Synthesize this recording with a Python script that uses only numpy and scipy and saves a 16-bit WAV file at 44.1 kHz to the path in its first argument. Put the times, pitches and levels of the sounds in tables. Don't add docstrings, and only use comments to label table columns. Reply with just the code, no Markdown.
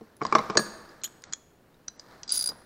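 import sys
import numpy as np
from scipy import signal
from scipy.fft import rfft, irfft
from scipy.io import wavfile
from scipy.ndimage import uniform_filter1d

SR = 44100
rng = np.random.default_rng(int(sys.argv[2]) if len(sys.argv) > 2 else 0)


def linear_from_db(decibels):
    return 10 ** (np.asarray(decibels, float) / 20)


def to_wav(sig):
    pcm = np.clip(np.atleast_2d(sig), -1, 1) * 32767
    pcm = np.round(pcm).astype(np.int16)
    wavfile.write(sys.argv[1], SR, pcm.T)


N = 116865

# hz, level_db_per_hz
STEEL_CONTACT = [(500, -21.5), (1600, -0.5), (2600, -9), (4200, 0), (6900, -3), (8300, -17), (10000, -14),
                 (16000, -30)]


def evened(x):
    return x / np.sqrt(np.mean(x ** 2) + 1e-20)


def add(mix, start_s, sound):
    part = mix[round(start_s * SR):][:len(sound)]
    part += sound[:len(part)]


def noise(colour, size):
    colour_hz, colour_db = np.transpose(colour)
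    hz = np.fft.rfftfreq(size, 1 / SR)
    level_db = np.interp(np.log(hz + 1), np.log(colour_hz + 1), colour_db)
    return evened(irfft(rfft(rng.standard_normal(size)) * linear_from_db(level_db), size))


def ring(modes, spread_db, detune, rise_s):
    wobble, wobble_s = 0.006, 0.002
    hz, db, t60_s = np.transpose(modes)[:, :, None]
    t = np.arange(16384) / SR
    level_draw, pitch_draw = rng.standard_normal((2, len(modes), 1))
    knots_s = np.arange(0, 16384 / SR, wobble_s)
    steps = rng.standard_normal((len(modes), len(knots_s)))
    drift_s = np.array([np.interp(t, knots_s, wobble * wobble_s * np.cumsum(w)) for w in steps])
    turns = hz * ((1 + detune * pitch_draw) * t + drift_s * hz / 8000)
    decay = linear_from_db(db + spread_db * level_draw - 60 * t / t60_s)
    return (decay * np.sin(2 * np.pi * turns)).sum(0) * (1 - np.exp(-t / rise_s))


def crack(colour, t60_s):
    t = np.arange(4096) / SR
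    return noise(colour, size=4096) * linear_from_db(-60 * t / t60_s) * np.minimum(t / 0.0004, 1)


def steel(hits, modes, crack_t60_s):
    out = np.zeros(N)
    for start_s, peak_db, crack_db in hits:
        add(out, start_s, linear_from_db(peak_db - 6) * ring(modes, spread_db=2, detune=0.004, rise_s=0.0003))
        add(out, start_s, linear_from_db(peak_db + crack_db - 9) * crack(STEEL_CONTACT, crack_t60_s))
    return out


def room_air():
    # hz, level_db_per_hz
    air_colour = [(20, -7), (145, -2), (480, -7), (1700, -22.5), (2800, -24), (4200, -32), (8000, -33),
                  (15800, -31)]
    return linear_from_db(-61) * noise(air_colour, size=N)


def rubbing():
    # start_s, level_db
    motion = [(0, -65), (.06, -62), (.19, -67.5), (0.228, -46.5), (.5, -46), (0.8, -53), (1.219, -62.5),
              (1.282, -54), (1.45, -71), (1.898, -67), (2.129, -52.5), (2.239, -59), (2.36, -57),
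              (2.519, -53.5), (2.65, -60)]
    # hz, level_db_per_hz
    rub_colour = [(100, -10), (250, -5), (1700, -9), (2800, -27), (4200, -17.5), (9000, -33.5),
                  (16000, -37)]
    start_s, level_db = np.transpose(motion)
    grain = evened(uniform_filter1d(rng.standard_normal(N), size=200))
    envelope_db = np.interp(np.arange(N) / SR, start_s, level_db) + 1.3 * grain
    return noise(rub_colour, size=N) * linear_from_db(envelope_db)


def tray():
    # start_s, peak_db, crack_db, thud_db, pocket_hz
    knocks = [(0.0101, -42.5, -4.5, 11, 1040), (0.21, -30.5, -23, -6.5, 1060),
              (0.2158, -15, -19.5, -5.5, 1142), (0.223, -25.5, -2, -12, 1135),
              (0.251, -16.5, -3.5, -11, 1050), (0.3251, -5, -9.5, -14.5, 1154), (0.351, -8, 1, -12, 1170),
              (0.3542, -2.5, -12, -9.5, 1113), (.364, -15.5, -21.5, -6, 1070),
              (0.3827, -12.5, -14.5, -13, 1086), (0.39, -12.5, -13, -9, 1066), (.404, -22, -15, -11, 1167),
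              (0.4993, -18, -4.5, -7, 1183), (0.505, -25, -1, -10.5, 1156), (0.5515, -34, -3, -8.5, 1186),
              (0.553, -21.5, -4.5, -2.5, 1206), (0.5552, -25, -12, 7.5, 960),
              (0.573, -20.5, 11.5, 0.5, 1260), (0.593, -22, -3.5, 4, 1213), (2.488, -36, -36, -0.5, 980),
              (2.505, -35.5, -7, -10, 925), (2.518, -38, -2, -2.5, 960)]
    # multiple_of_pocket_hz, level_db, t60_s
    pocket_modes = [(.78, -9, 0.041), (1, 6.5, 0.017), (1.1, -7.5, 0.014), (1.46, -13.5, 0.015),
                    (1.96, -8, 0.02)]
    # hz, level_db_per_hz
    plastic_contact = [(180, -33.5), (300, 3.5), (1240, 0), (2170, -23.5), (3230, -18.5), (5550, -15),
                       (8150, -32), (9000, -56.5), (11700, -92), (19800, -120)]
    # hz, level_db, t60_s
    case_modes = [(158, -15, 0.24), (216.6, -4.5, 0.11), (316, 2.5, 0.046), (445, 1, 0.06), (637, 0, 0.045)]
    out = np.zeros(N)
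    for start_s, peak_db, crack_db, thud_db, pocket_hz in knocks:
        modes = np.multiply(pocket_modes, [pocket_hz, 1, 1])
        add(out, start_s, linear_from_db(peak_db - 4) * ring(modes, spread_db=1, detune=0.015, rise_s=0.001))
        add(out, start_s, linear_from_db(peak_db + crack_db) * crack(plastic_contact, 0.019))
        boom = ring(case_modes, spread_db=3, detune=0.06, rise_s=0.002)
        add(out, start_s, linear_from_db(peak_db + thud_db - 6) * boom)
    return out


def ticks():
    # start_s, peak_db, pitch_hz, t60_s
    tick_hits = [(.167, -45.5, 10320, 0.01), (0.174, -67.5, 10000, .02), (.234, -38.5, 4830, 0.035),
                 (0.2659, -28, 4840, 0.013), (.385, -25, 3940, 0.017), (.892, -45, 4880, 0.022),
                 (1.0144, -56.5, 3430, 0.014), (1.017, -47, 4170, .02), (1.0361, -24, 8200, 0.0072),
                 (1.0413, -30, 7970, 0.01), (1.221, -50.5, 9580, 0.013), (1.221, -46, 4900, .01),
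                 (1.9915, -49, 6200, .008), (1.743, -58.5, 3750, 0.021), (1.8815, -40, 4030, 0.031),
                 (1.9961, -36, 4866, 0.024), (2.111, -51, 3760, 0.013), (2.2333, -41, 3340, .012),
                 (2.233, -32.5, 4900, 0.019), (2.2332, -35, 5650, .01)]
    out = np.zeros(N)
    for start_s, peak_db, pitch_hz, t60_s in tick_hits:
        modes = [(pitch_hz, 0, t60_s), (pitch_hz * 1.4, -10, t60_s)]
        add(out, start_s, linear_from_db(peak_db) * ring(modes, spread_db=0, detune=0, rise_s=0.00017))
        add(out, start_s, linear_from_db(peak_db - 9) * crack(STEEL_CONTACT, 0.017))
    return out


def bar():
    # start_s, peak_db, crack_db
    bar_hits = [
        (.5713, -10.5, -8),
        (.5732, -9.5, -16),
        (.5765, -19, -1),
        (.588, -46, -1.5),
        (.5945, -41.5, 9.5),
    ]
    # hz, level_db, t60_s
    bar_modes = [(1740, -1.5, 0.026), (1923, -12.5, 0.035), (4138, -6.5, 0.035), (4535, 2.5, 0.023),
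                 (4720, 0.5, 0.016), (5580, -1.5, 0.018), (6580, 5.5, 0.017), (8220, -4.5, 0.02),
                 (8900, -13, 0.04), (10000, -16.5, 0.04), (10640, -21.5, .04), (12400, -26, 0.08),
                 (15370, -29, .05)]
    # hz, level_db, t60_s
    free_modes = [(1653, -2, 0.22), (8690, -4.5, .2), (9300, -7, .1), (14240, -14.5, .2)]
    return steel(bar_hits, bar_modes, 0.014) + steel([(0.5735, -21, -20.5)], free_modes, 0.01)


def pawl():
    # start_s, peak_db, crack_db
    pawl_hits = [
        (1.0357, -32, -29),
        (1.047, -38.5, -26),
    ]
    # hz, level_db, t60_s
    pawl_modes = [(9870, -12, 0.05), (10300, -12, 0.05), (12500, 6, 0.055), (13190, -14, .05),
                  (15330, -14, 0.05)]
    return steel(pawl_hits, pawl_modes, 0.01)


def ratchet():
    # start_s, peak_db, crack_db
    click_hits = [(1.0358, -18.5, -1.5), (1.039, -33, 1), (1.0415, -17.5, -4.5), (1.0434, -21, 2),
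                  (1.0455, -32.5, -6), (1.0473, -17, -13), (1.069, -40, -4), (1.076, -42, 11),
                  (1.2385, -32.5, 8.5), (1.2535, -50, 6), (1.3235, -41, 6), (1.3262, -19, -0.5),
                  (1.3344, -10.5, -2)]
    # hz, level_db, t60_s
    ratchet_modes = [(1644, -22.5, 0.02), (3316, -15, 0.022), (4200, -13.5, 0.019), (5790, -10, 0.0096),
                     (6767, 0, 0.017), (7100, -22, .008)]
    return steel(click_hits, ratchet_modes, 0.01)


def squeak():
    start_s, length_s, pitch_hz, rise = 1.044, 0.026, 3000, 0.3
    # multiple_of_pitch, level_db
    partials = [(.53, -46), (1, -35), (2, -42), (2.25, -29)]
    out = np.zeros(N)
    u = np.arange(0, 1, 1 / (length_s * SR))
    for multiple, level_db in partials:
        glide = 1 + rise / max(multiple, 1) ** 2 * u ** 2
        turns = np.cumsum(multiple * pitch_hz * glide) / SR
        rough = 1 + 0.39 * evened(uniform_filter1d(rng.standard_normal(len(u)), size=40))
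        envelope = linear_from_db(level_db + 2 - 16 * u) * np.sqrt(np.sin(np.pi * u))
        add(out, start_s, envelope * rough * np.sin(2 * np.pi * turns))
    return out


def taps():
    # start_s, peak_db, crack_db
    tap_hits = [
        (1.879, -44, 2),
        (1.882, -24.5, 2.5),
        (1.886, -47, 0.5),
        (1.9955, -39.5, -2.5),
        (2.2325, -30, -3),
    ]
    # hz, level_db, t60_s
    tip_modes = [(3330, -28, 0.0095), (4795, -5, 0.021), (5850, 4, 0.015), (6040, 3, 0.018)]
    return steel(tap_hits, tip_modes, 0.014)


def socket():
    stop_s, last_ring_s = 0.0009, 0.019
    # start_s, peak_db, high_mode_db, crack_db
    bounces = [(2.278, -37, -21, -34), (2.2928, -28.5, -19, -26), (2.3035, -27, -20, -25),
               (2.3145, -25.5, -3, -29), (2.3213, -20, -11, -27), (2.33, -32, -31, -27),
               (2.3295, -31, -32, -31), (2.3361, -42, -23, -26.5), (2.3409, -33, -26, -26),
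               (2.3445, -28, -22, -26), (2.3505, -43, -21, -25), (2.3565, -29.5, -23, -21.5),
               (2.3632, -34, -29, -25), (2.3712, -26.5, -21.5, -30), (2.3741, -25, -21, -31),
               (2.378, -34, -17, -26), (2.3904, -31, -18, -24), (2.3975, -27.5, -25, -33),
               (2.4012, -37, -32, -34), (2.4093, -28.5, -19.5, -27.5), (2.4226, -32, -27, -25),
               (2.4253, -35, -23, -30), (2.4403, -26, -22, -29), (2.443, -33.5, -24, -34),
               (2.4593, -28, -15.5, -27), (2.4735, -24, -18.5, -32), (2.4887, -25, -27, -27.5),
               (2.497, -30.5, -48, -40)]
    # hz, level_db, t60_s
    low_modes = [(1444, -16.5, 0.021), (3930, -10.5, 0.02), (4840, 3, 0.06), (5570, -14, 0.0092),
                 (6240, -13.5, 0.026)]
    # hz, level_db, t60_s
    high_modes = [(9690, -3, 0.016), (9856, 2.5, 0.02), (9970, -14.5, 0.012), (14300, -19.5, .01)]
    # hz, level_db_per_hz
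    socket_contact = [(500, -16.5), (3000, -14), (4200, 1.5), (6500, 0), (8500, -9.5), (14500, -6.5),
                      (16200, -15)]
    out = np.zeros(N)
    t = np.arange(16384) / SR
    gaps_s = np.append(np.diff(np.transpose(bounces)[0]), last_ring_s)
    for (start_s, peak_db, high_db, crack_db), gap_s in zip(bounces, gaps_s):
        free = np.exp(-np.maximum(t - gap_s, 0) / stop_s)
        low = ring(low_modes, spread_db=2, detune=0.006, rise_s=0.0008)
        high = ring(high_modes, spread_db=1, detune=0.004, rise_s=0.0009)
        add(out, start_s, free * linear_from_db(peak_db) * low)
        add(out, start_s, free * linear_from_db(high_db) * high)
        impact = linear_from_db(-4.5) * crack(socket_contact, 0.026)
        scrape = linear_from_db(-13) * crack(socket_contact, 0.069)
        add(out, start_s, linear_from_db(crack_db) * (impact + scrape))
    return out


def shop(x):
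    tail_db, near_db, near_t60_s = -15, -9.5, 0.098
    # hz, t60_s
    shop_decay = [(100, 1.1), (1500, 1.1), (6000, 0.58), (16000, 0.97)]
    hz, t, z = signal.stft(rng.standard_normal(3 * SR // 2), SR, nperseg=256)
    decay_hz, decay_s = np.transpose(shop_decay)
    t60_s = np.interp(np.log(hz + 1), np.log(decay_hz), decay_s)[:, None]
    tail = signal.istft(z * linear_from_db(-60 * t / t60_s), SR, nperseg=256)[1]
    t = np.arange(len(tail)) / SR
    tail = tail * np.minimum(t / 0.0062, 1)
    near = rng.standard_normal(len(t)) * linear_from_db(-60 * t / near_t60_s) * np.minimum(t / 0.001, 1)
    tail = linear_from_db(tail_db) * tail / np.linalg.norm(tail)
    near = linear_from_db(near_db) * near / np.linalg.norm(near)
    return signal.fftconvolve(x, tail + near)[:N]


def below(x, cutoff_hz):
    taper = signal.firwin(301, cutoff_hz, window=("kaiser", 9), fs=SR)
    return signal.oaconvolve(x, taper[None], "same")


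def scene():
    bench = tray() + bar() + ticks()
    bench = signal.sosfilt(signal.butter(2, 120, "high", fs=SR, output="sos"), bench)
    held = ratchet() + taps() + squeak()
    loose = socket() + pawl()
    send = bench + linear_from_db(-7) * (held + linear_from_db(-6) * loose)
    return (bench + held + loose + shop(send) + rubbing() + room_air())[None]


def roll_off(x):
    return signal.sosfilt(signal.butter(12, 16810, fs=SR, output="sos"), x)


def record(dry):
    # from_s, to_s
    dull_spans = [
        (.210, .371),
        (.499, .593),
        (1.012, 1.040),
        (1.236, 1.361),
        (1.874, 1.903),
        (1.968, 2.000),
        (2.228, 2.321),
    ]
    t = np.arange(N) / SR
    inside = sum((t > from_s) & (t < to_s) for from_s, to_s in dull_spans) * 1.0
    dull = uniform_filter1d(inside, size=120)
    low = below(dry, 8550)
    treble = below(dry, 15850) - low
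    return roll_off(low + (1 - dull) * treble)


dry = scene()
out = record(dry)
to_wav(out)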